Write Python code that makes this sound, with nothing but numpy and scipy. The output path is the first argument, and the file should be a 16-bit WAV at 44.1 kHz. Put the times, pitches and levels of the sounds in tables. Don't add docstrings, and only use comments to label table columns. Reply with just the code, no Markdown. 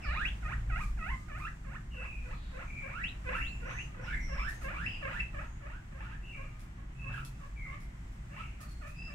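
import sys
import numpy as np
from scipy import signal
from scipy.fft import rfft, irfft, next_fast_len
from scipy.io import wavfile
from scipy.ndimage import uniform_filter1d

SR = 44100
rng = np.random.default_rng(int(sys.argv[2]) if len(sys.argv) > 2 else 0)


def wrap_up_sound(samples):
    columns = np.atleast_2d(samples).T
    tamed = np.clip(columns, -1, 1)
    steps = np.round(tamed * 32767).astype(np.int16)
    wavfile.write(sys.argv[1], SR, steps)


N = 403074
TIME = np.arange(N) / SR
TOP_HZ = 15700

# (start [s], low note [Hz], scoop [s], knee [Hz], squeal [s], end [Hz], bend [1 even, >1 late],
# low note [dB], knee [dB], end [dB], hoarseness [0-1])
WHEEKS = [ (0.045, 564, .125, 1210, 0.12, 3530, 1.39, -38.5, -37, -34, 0.11),
          (0.423, 600, .098, 1185, 0.02, 2170, 1.14, -42.5, -41.5, -34, 0.17),
          (0.695, 622, .117, 1234, 0.045, 1093, 1.7, -40.5, -42.5, -49, 0.32),
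          (0.975, 630, 0.14, 1093, 0.037, 1003, 1.05, -41.5, -43.5, -47, 0.22),
          (1.284, 570, 0.13, 1213, 0.07, 2170, 3.96, -45.5, -48.5, -39.5, 0.39),
          (1.641, 520, 0.11, 1174, 0.016, 1940, 1, -51.5, -47.5, -40.5, 0.43),
          (1.94, 478, 0.11, 1156, 0.012, 1290, 1.4, -49.5, -45, -48, .4),
          (2.23, 476, 0.091, 1054, 0.02, 1320, 1.2, -54.5, -48, -52.5, 0.49),
          (2.51, 495, 0.11, 1018, 0.021, 1560, 1.03, -51, -48.5, -49, .5),
          (2.81, 522, 0.11, 1153, .178, 4110, 1.43, -50, -49.5, -38.5, .33),
          (3.243, 482, 0.097, 1202, .153, 4463, 1, -42, -41, -43, 0.52),
          (3.605, 460, 0.11, 1329, 0.11, 2970, .9, -47.5, -45.5, -46.5, 0.96),
          (3.945, 480, .12, 1303, 0.086, 1950, 1.24, -52, -49, -40, 0.92),
          (4.28, 520, 0.11, 1149, 0.12, 2053, 1.21, -46, -45.5, -39, 0.67),
          (4.615, 527, .128, 1123, .148, 3030, 1.43, -42.5, -47, -38, 0.62),
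          (5.014, 526, 0.11, 1138, 0.087, 2532, 0.82, -42.5, -42, -38, 0.75),
          (5.33, 545, .11, 1236, 0.021, 1496, 1.13, -47, -56.5, -49.5, 0.74),
          (5.603, 550, 0.12, 1240, 0.061, 1614, 0.54, -52, -52, -58.5, 0.67),
          (5.912, 522, 0.12, 1266, 0.047, 1495, 0.62, -55.5, -55.5, -57, 1),
          (6.064, 800, 0.061, 1544, .043, 1780, 0.93, -54.5, -52.5, -52, 0.9),
          (7.095, 667, .04, 1700, .08, 1251, .7, -49, -46, -56, 1),
          (8.291, 544, 0.089, 1159, 0.05, 1454, 0.8, -57.5, -51.5, -52, 1)]
# (start [s], low note [Hz], length [s], end [Hz], low note [dB], end [dB], mouth closure [0-1])
CLUCKS = [(6.349, 529.4, 0.11, 670, -53, -63, 0.3), (6.759, 535, 0.075, 560, -62.5, -71, .5),
          (7.014, 536, 0.084, 597, -54.5, -47.5, 0.6), (7.391, 541, 0.079, 604, -54.5, -56, 0.67),
          (7.651, 536.5, .1, 597, -54, -43.5, 0.94), (8.591, 564, .066, 760, -51.5, -61, 0.3),
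          (8.809, 563, 0.078, 720, -50, -58, 0.16), (9.066, 580, 0.082, 596, -54, -62, 0.14)]
# (frequency [Hz], gain [dB])
THROAT = [(470, -7.5), (620, -15.5), (850, -10), (1120, -3), (1350, 5.5), (1650, 6), (2100, 7), (2600, 7.5),
          (2880, 3), (3150, -9), (4200, -18.5), (6000, -27), (11000, -27)]
CLOSED_MOUTH = [(550, -8.5), (1120, 9.5), (1700, -7.5), (2600, -2), (11000, 2)]
RASP = [(450, -3.5), (750, -4.5), (1300, 7), (2000, 5.5), (2700, 11), (3200, 0.5), (4000, -7.5),
        (6000, -19), (11000, -25)]
# (pitch [Hz], gain [dB])
SQUEAL_GAIN = [(1300, 1.5), (1700, -2), (2000, -2), (2500, 6.5), (2850, 1), (3400, -15.5), (4400, -14.5)]
# (pitch [Hz], share [0-1])
STRAIN = [(620, 0.3), (1000, 0.97), (1400, 0.93), (2400, 0.39), (4000, 0)]
# (start [s], level [dB], decay [s])
STEPS = [(0.255, -92, 0.055), (0.774, -72, 0.044), (0.815, -67.5, 0.063), (1.04, -75, 0.082),
         (1.38, -67.5, 0.03), (3.345, -72, 0.16), (3.72, -77, 0.08), (4.482, -61, 0.052),
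         (4.614, -58.5, 0.018), (5.097, -88, 0.069), (6.595, -66.5, 0.033), (7.128, -74, 0.15),
         (7.249, -55.5, 0.009), (7.802, -70.5, 0.036), (8.12, -71, 0.017), (8.606, -58.5, 0.02),
         (8.692, -68, 0.045), (8.866, -62.5, 0.024)]
# (frequency [Hz], gain [dB])
STALK_SPECTRUM = [(400, -27), (1500, -6), (4000, 9.5), (7000, 9), (11000, 7.5), (15000, -2.5)]
# (start [s], length [s], from [Hz], to [Hz], level [dB], warble [share of pitch])
WHISTLES = [(0, 0.033, 2670, 2395, -42, 0.04), (0, 0.076, 5480, 4120, -55.5, 0.035),
            (0.075, 0.18, 4143, 3480, -58.5, 0.041), (1.914, 0.26, 2863, 2450, -46.5, 0.021),
            (2.291, 0.26, 4390, 3610, -62.5, 0.1), (2.623, 0.21, 6040, 7100, -73, 0.02),
            (2.665, 0.22, 2480, 2282, -45, 0.028), (3.242, 0.083, 2344, 2410, -52, 0.013),
            (3.346, 0.14, 2692, 2680, -43, 0.022), (3.405, 0.19, 6730, 7350, -64, 0.014),
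            (3.656, 0.2, 5750, 6560, -60, 0.026), (4.013, 0.057, 5820, 5250, -62, 0.038),
            (4.08, 0.15, 2255, 2060, -44.5, 0.027), (4.201, .13, 5920, 5460, -55.5, 0.02),
            (4.326, 0.14, 5340, 5300, -57.5, 0.0133), (4.533, 0.07, 6570, 6300, -62, .023),
            (4.83, 0.151, 5120, 4910, -62.5, 0.017), (4.881, 0.097, 2714, 2687, -44.5, 0.058),
            (5.44, .15, 6480, 6800, -67.5, 0.0094), (6.222, 0.135, 2715, 2742, -50, .02),
            (6.318, 0.067, 2490, 2288, -47, 0.03), (6.961, 0.169, 2570, 2643, -46.5, 0.011),
            (7.559, 0.16, 2360, 2040, -47.5, 0.026), (8.318, 0.16, 2543, 2493, -52, 0.078),
            (8.641, 0.11, 4410, 4320, -61, .015), (8.83, 0.093, 2435, 2560, -54.5, 0.02),
            (8.94, 0.14, 2553, 2694, -47.5, 0.011), (8.95, .16, 4920, 5064, -59.5, 0.0073)]
# (start [s], level [dB])
HOOTS = [(1.079, -62), (3.71, -69), (6.379, -66)]
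# (start [s], length [s], from [Hz], to [Hz], level [dB])
ENGINES = [(0.456, 0.37, 117.4, 107.9, -42.5), (6.85, 0.57, 131.9, 129.1, -46)]
# (frequency [Hz], relative density [dB])
RUMBLE = [(15, -12.5), (23, -2.5), (28, 3.5), (37, -0.5), (50, 4), (62, 1), (78, -33), (110, -76)]
DRONE = [(60, -24.5), (82, -5.5), (102, 0), (135, -4), (175, -7.5), (230, -13.5), (330, -22.5),
         (500, -38.5)]
HUSH = [(150, -7.5), (260, -11), (330, 6.5), (420, -4.5), (700, -0.5), (1300, -3), (2000, -2), (2650, -9),
        (3200, -12), (4500, -25)]
HISS = [(1000, -25), (2500, -48), (3500, 0.5), (4600, 0), (6000, 2), (7700, 4), (8700, -2), (11000, -8.5),
        (15500, -12.5)]
# (time [s], level [dB])
RUMBLE_LEVEL = [(0, -39), (.15, -32.5), (.35, -40), (.85, -33.5), (1.09, -35), (1.18, -45.5), (2.6, -38),
                (2.78, -46), (3.5, -38.5), (3.97, -45), (4.36, -31.5), (4.65, -42.5), (6.24, -44),
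                (9.14, -44.5)]
HISS_LEVEL = [(0, -70), (3.5, -71.5), (5.2, -71.5), (5.95, -75.5), (6.4, -72.5), (7.3, -72.5), (9.14, -71)]
# (time [s], drone [dB], hush [dB])
DRONE_HUSH_LEVEL = [(0, -47.5, -57), (.7, -47.5, -61.5), (1.5, -49.5, -64.5), (3.1, -48.5, -60.5),
                    (3.78, -48, -60.5), (4.2, -48, -61), (4.95, -48.5, -59), (5.7, -49.5, -63.5),
                    (9.14, -49.5, -63.5)]
# (left delay [ms], right delay [ms], gain [dB])
ECHOES = [(2.9, 3.47, -25), (6.3, 5.5, -6.5), (10.4, 8.3, -15.5)]
# (frequency [Hz], left minus right [dB], left lead [rad])
PORTS_LOW = [(507, -3.5, 3.1), (860, -2.5, 1.47), (1270, 0, 0.22), (1550, -18, 0.41), (1880, -12, 0.43),
             (1990, -23, 11), (2500, -10, 7.1), (2790, 5, 8.5), (3400, 4, 8.4), (15200, 5, 20.6)]
PORTS_HIGH = [(495, 3.5, 1.84), (820, 36, 1.9), (1050, -2.5, 1.96), (1500, -18, 0.38), (1830, -20, 2.4),
              (2150, 0.5, 3.25), (2774, 0, 0.96), (2860, 8.5, 4.56), (14900, -17, 42)]
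# (frequency [Hz], gain [dB])
VOICE_BAND = [(500, -40), (1000, 0), (3200, 0), (4500, -40)]


def guinea_pig(voice_db=-1, cluck_hoarse=0.73, raised_s=1.85):
    calls = np.zeros(N)
    for start, low_hz, scoop_s, knee_hz, squeal_s, end_hz, bend, low_db, knee_db, end_db, hoarse in WHEEKS:
        opening = scoop(low_hz, scoop_s, knee_hz, low_db, knee_db)
        ending = squeal(knee_hz, squeal_s, end_hz, bend, knee_db, end_db) + [scoop_s, 0, 0]
        offset_s, hz, gain = contour(np.vstack([opening, ending]), fade_s=0.01)
        add(calls, start + offset_s, vocal_folds(hz, gain, hoarse, closure=0))
    for start, low_hz, length_s, end_hz, low_db, end_db, closure in CLUCKS:
        offset_s, hz, gain = contour(scoop(low_hz, length_s, end_hz, low_db, end_db), fade_s=0.006)
        add(calls, start + offset_s, vocal_folds(hz, gain, cluck_hoarse, closure))
    low = pen(calls * (TIME < raised_s), room_db=-6.5, ports=PORTS_LOW)
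    raised = pen(calls * (TIME >= raised_s), room_db=-3, ports=PORTS_HIGH)
    return undb(voice_db) * (low + raised)


def scoop(low_hz, length_s, end_hz, low_db, end_db, onset_oct=0.5, settle_s=0.0125, climb_from=0.34):
    u = np.linspace(0, 1, 40)
    onset = 2 ** (onset_oct * np.exp(-u * length_s / settle_s))
    climb = np.clip((u - climb_from) / (1 - climb_from), 0, 1) ** 1.75
    hz = low_hz * onset * (end_hz / low_hz) ** climb
    db = np.interp(u, [0, 0.39, 0.65, 1], [low_db - 9.5, low_db, low_db - 1.5, end_db])
    return np.column_stack([u * length_s, hz, db])


def squeal(knee_hz, length_s, end_hz, bend, knee_db, end_db, break_hz=2283, jump_oct=0.153, reach_oct=0.402):
    u = np.linspace(0, 1, 60)[1:]
    sweep_hz = knee_hz * (end_hz / knee_hz) ** (u ** bend)
    above_oct = np.log2(sweep_hz / break_hz)
    nearness = np.clip(1 - abs(above_oct) / reach_oct, 0, 1)
    hz = sweep_hz * 2 ** (jump_oct * np.sign(above_oct) * nearness)
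    db = knee_db + (end_db - knee_db) * u + lookup(hz, SQUEAL_GAIN)
    return np.column_stack([u * length_s, hz, db])


def vocal_folds(pitch_hz, gain, hoarse, closure):
    size = len(pitch_hz)
    strain = hoarse * lookup(pitch_hz, STRAIN) + 0.35 * closure
    jitter = (0.0032 + 0.036 * strain) * walk(size, rate_hz=600.6)
    phase = 2 * np.pi * np.cumsum(pitch_hz * (1 + jitter)) / SR
    effort = np.clip(np.log2(gain / undb(-41.5) + 1e-6), -2, 1)
    slope_db_per_oct = -8 + 2 * effort
    k = np.arange(1, 13)[:, None]
    harmonic_hz = k * pitch_hz
    partials = response(harmonic_hz, THROAT) * undb(slope_db_per_oct * np.log2(k)) * (harmonic_hz < TOP_HZ)
    partials *= response(harmonic_hz, CLOSED_MOUTH) ** closure
    partials /= np.sqrt(np.sum(partials ** 2, axis=0) / 2)
    shimmer_db = 2 * (1.03 + strain) * walk(size, rate_hz=223.14)
    voice = np.sum(partials * np.sin(k * phase), axis=0) * undb(shimmer_db)
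    puffs = rng.standard_normal(size) * (1 + np.cos(phase))
    rasp = undb(-26 + 24 * strain) * unit(colour(puffs, RASP))
    return gain * (voice + rasp)


def hay(rustle_db=-3, snaps_per_s=1500, spread_db=6):
    out, t = np.zeros(N), np.arange(SR // 3) / SR
    for start, db, decay_s in STEPS:
        sizes = undb(spread_db * np.minimum(rng.exponential(size=len(t)), 3.5))
        snaps = (rng.random(len(t)) < snaps_per_s / SR) * sizes * rng.choice([-1, 1], len(t))
        add(out, start, undb(db + rustle_db) * unit(snaps) * np.exp(-t / decay_s))
    return pen(colour(out, STALK_SPECTRUM), room_db=3.5, ports=PORTS_HIGH)


def birds(song_db=-1, direct_db=-9):
    out = np.zeros(N)
    for *note, warble in WHISTLES:
        start, hz, gain = contour(glide(*note, bend=0.65, swell_db=5), fade_s=0.04)
        add(out, start, gain * undb(song_db) * tone(hz, warble, rate_hz=500))
    return undb(direct_db) * out + reverb(out, t60_s=0.66, treble_t60_s=0.4, build_s=0.00067)


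def owl(pitch_hz=1224, hoot_s=0.23):
    out = np.zeros(N)
    for s, db in HOOTS:
        start, hz, gain = contour([(s, pitch_hz, db), (s + hoot_s, pitch_hz, db)], fade_s=0.0654)
        add(out, start, gain * tone(hz, waver=0.006, rate_hz=32))
    return 0.42 * out + 0.67 * reverb(out, t60_s=0.81, treble_t60_s=0.57, build_s=0.035)


def engines():
    out = np.zeros(N)
    for note in ENGINES:
        start, hz, gain = contour(glide(*note, bend=0.71, swell_db=9), fade_s=0.1021)
        add(out, start, gain * tone(hz, waver=0.018, rate_hz=24.1))
    return out


def background():
    s, *levels = np.transpose(DRONE_HUSH_LEVEL)
    drone_db, hush_db = (np.interp(TIME, s, db) for db in levels)
    rumble = undb(lookup(TIME, RUMBLE_LEVEL)) * air(RUMBLE, side_db=-45, flicker_db=-0.4)
    drone = undb(drone_db) * air(DRONE, side_db=-19.5, flicker_db=0.5)
    hush = undb(hush_db) * air(HUSH, side_db=2.1, flicker_db=-0.26)
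    hiss = undb(lookup(TIME, HISS_LEVEL)) * air(HISS, side_db=0, flicker_db=-1)
    return rumble + drone + hush + hiss


def air(spectrum, side_db, flicker_db):
    mid, side = colour(rng.standard_normal((2, N)), spectrum)
    stereo = unit(mid) + undb(side_db) * unit(side) * np.array([[1], [-1]])
    return stereo * undb(flicker_db * walk(N, rate_hz=8.3))


def pen(x, room_db, ports):
    size = next_fast_len(N + SR // 10)
    hz = np.fft.rfftfreq(size, 1 / SR)
    port_hz, lean_db, lead_rad = np.transpose(ports)
    left = undb(np.interp(hz, port_hz, lean_db)) * np.exp(1j * np.interp(hz, port_hz, lead_rad))
    pair = np.array([left, np.ones(len(hz))]) / np.sqrt((1 + abs(left) ** 2) / 2)
    out = irfft(rfft(x, size) * pair, size)[:, :N]
    for *delays_ms, db in ECHOES:
        out += undb(db) * np.array([np.interp(TIME - ms / 1000, TIME, x, left=0) for ms in delays_ms])
    return out + reverb(undb(room_db) * x, t60_s=0.24, treble_t60_s=0.17, build_s=0.015)


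def reverb(x, t60_s, treble_t60_s, build_s):
    t = np.arange(SR) / SR
    noise = rng.standard_normal((2, SR))
    low = signal.sosfilt(signal.butter(2, 3500, fs=SR, output="sos"), noise)
    tail = low * undb(-60 * t / t60_s) + (noise - low) * undb(-60 * t / treble_t60_s)
    tail = unit(tail * (1 - np.exp(-t / build_s))) / np.sqrt(SR)
    return signal.fftconvolve(x[None], tail, axes=1)[:, :N]


def suppressor(x, unity_db=-49, db_per_db=0.14, window_s=0.041):
    voice = colour(x, VOICE_BAND)
    power = uniform_filter1d(np.mean(voice ** 2, axis=0), int(window_s * SR))
    gain = (np.sqrt(abs(power)) / undb(unity_db)) ** db_per_db
    return voice + gain * (x - voice)


def glide(start, length_s, from_hz, to_hz, peak_db, bend, swell_db):
    u = np.linspace(0, 1, 30)
    hz = from_hz * (to_hz / from_hz) ** (u ** bend)
    db = peak_db - swell_db * (2 * u - 1) ** 2
    return np.column_stack([start + u * length_s, hz, db])


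def contour(rows, fade_s, smooth_s=0.007):
    s, hz, db = np.transpose(rows)
    t = np.arange(s[0] - fade_s / 2, s[-1] + fade_s / 2, 1 / SR)
    pitch_hz = np.exp(uniform_filter1d(np.interp(t, s, np.log(hz)), int(smooth_s * SR)))
    edge_s = np.minimum(t - t[0], t[-1] - t)
    gate = np.sin(np.pi / 2 * np.clip(edge_s / fade_s, 0, 1)) ** 2
    return t[0], pitch_hz, gate * undb(np.interp(t, s, db))


def tone(pitch_hz, waver, rate_hz):
    hz = pitch_hz * (1 + waver * walk(len(pitch_hz), rate_hz))
    return np.sqrt(2) * np.sin(2 * np.pi * np.cumsum(hz) / SR)


def walk(size, rate_hz):
    knots = rng.standard_normal(size // 20 + 2)
    return 1.486 * np.interp(np.arange(size) * rate_hz / SR, np.arange(len(knots)), knots)


def colour(x, curve):
    size = next_fast_len(x.shape[-1])
    gain = response(np.fft.rfftfreq(size, 1 / SR), curve)
    return irfft(rfft(x, size) * gain, size)[..., :x.shape[-1]]


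def response(hz, curve):
    curve_hz, db = np.transpose(curve)
    gain = undb(np.interp(np.log(np.maximum(hz, 1)), np.log(curve_hz), db))
    return gain / np.maximum(hz / curve_hz[-1], 1) ** 2


def lookup(x, table):
    return np.interp(x, *np.transpose(table))


def add(out, start_s, x):
    i = max(int(start_s * SR), 0)
    out[i:i + len(x)] += x[:max(N - i, 0)]


def undb(db):
    return 10 ** (np.asarray(db) / 20)


def unit(x):
    return x / np.sqrt(np.mean(x ** 2))


def scene():
    return guinea_pig() + hay() + birds() + owl() + engines() + background()


def record(dry):
    lowpass = signal.ellip(10, 0.2, 80, TOP_HZ, fs=SR, output="sos")
    return signal.sosfilt(lowpass, suppressor(dry))


dry = scene()
out = record(dry)
wrap_up_sound(out)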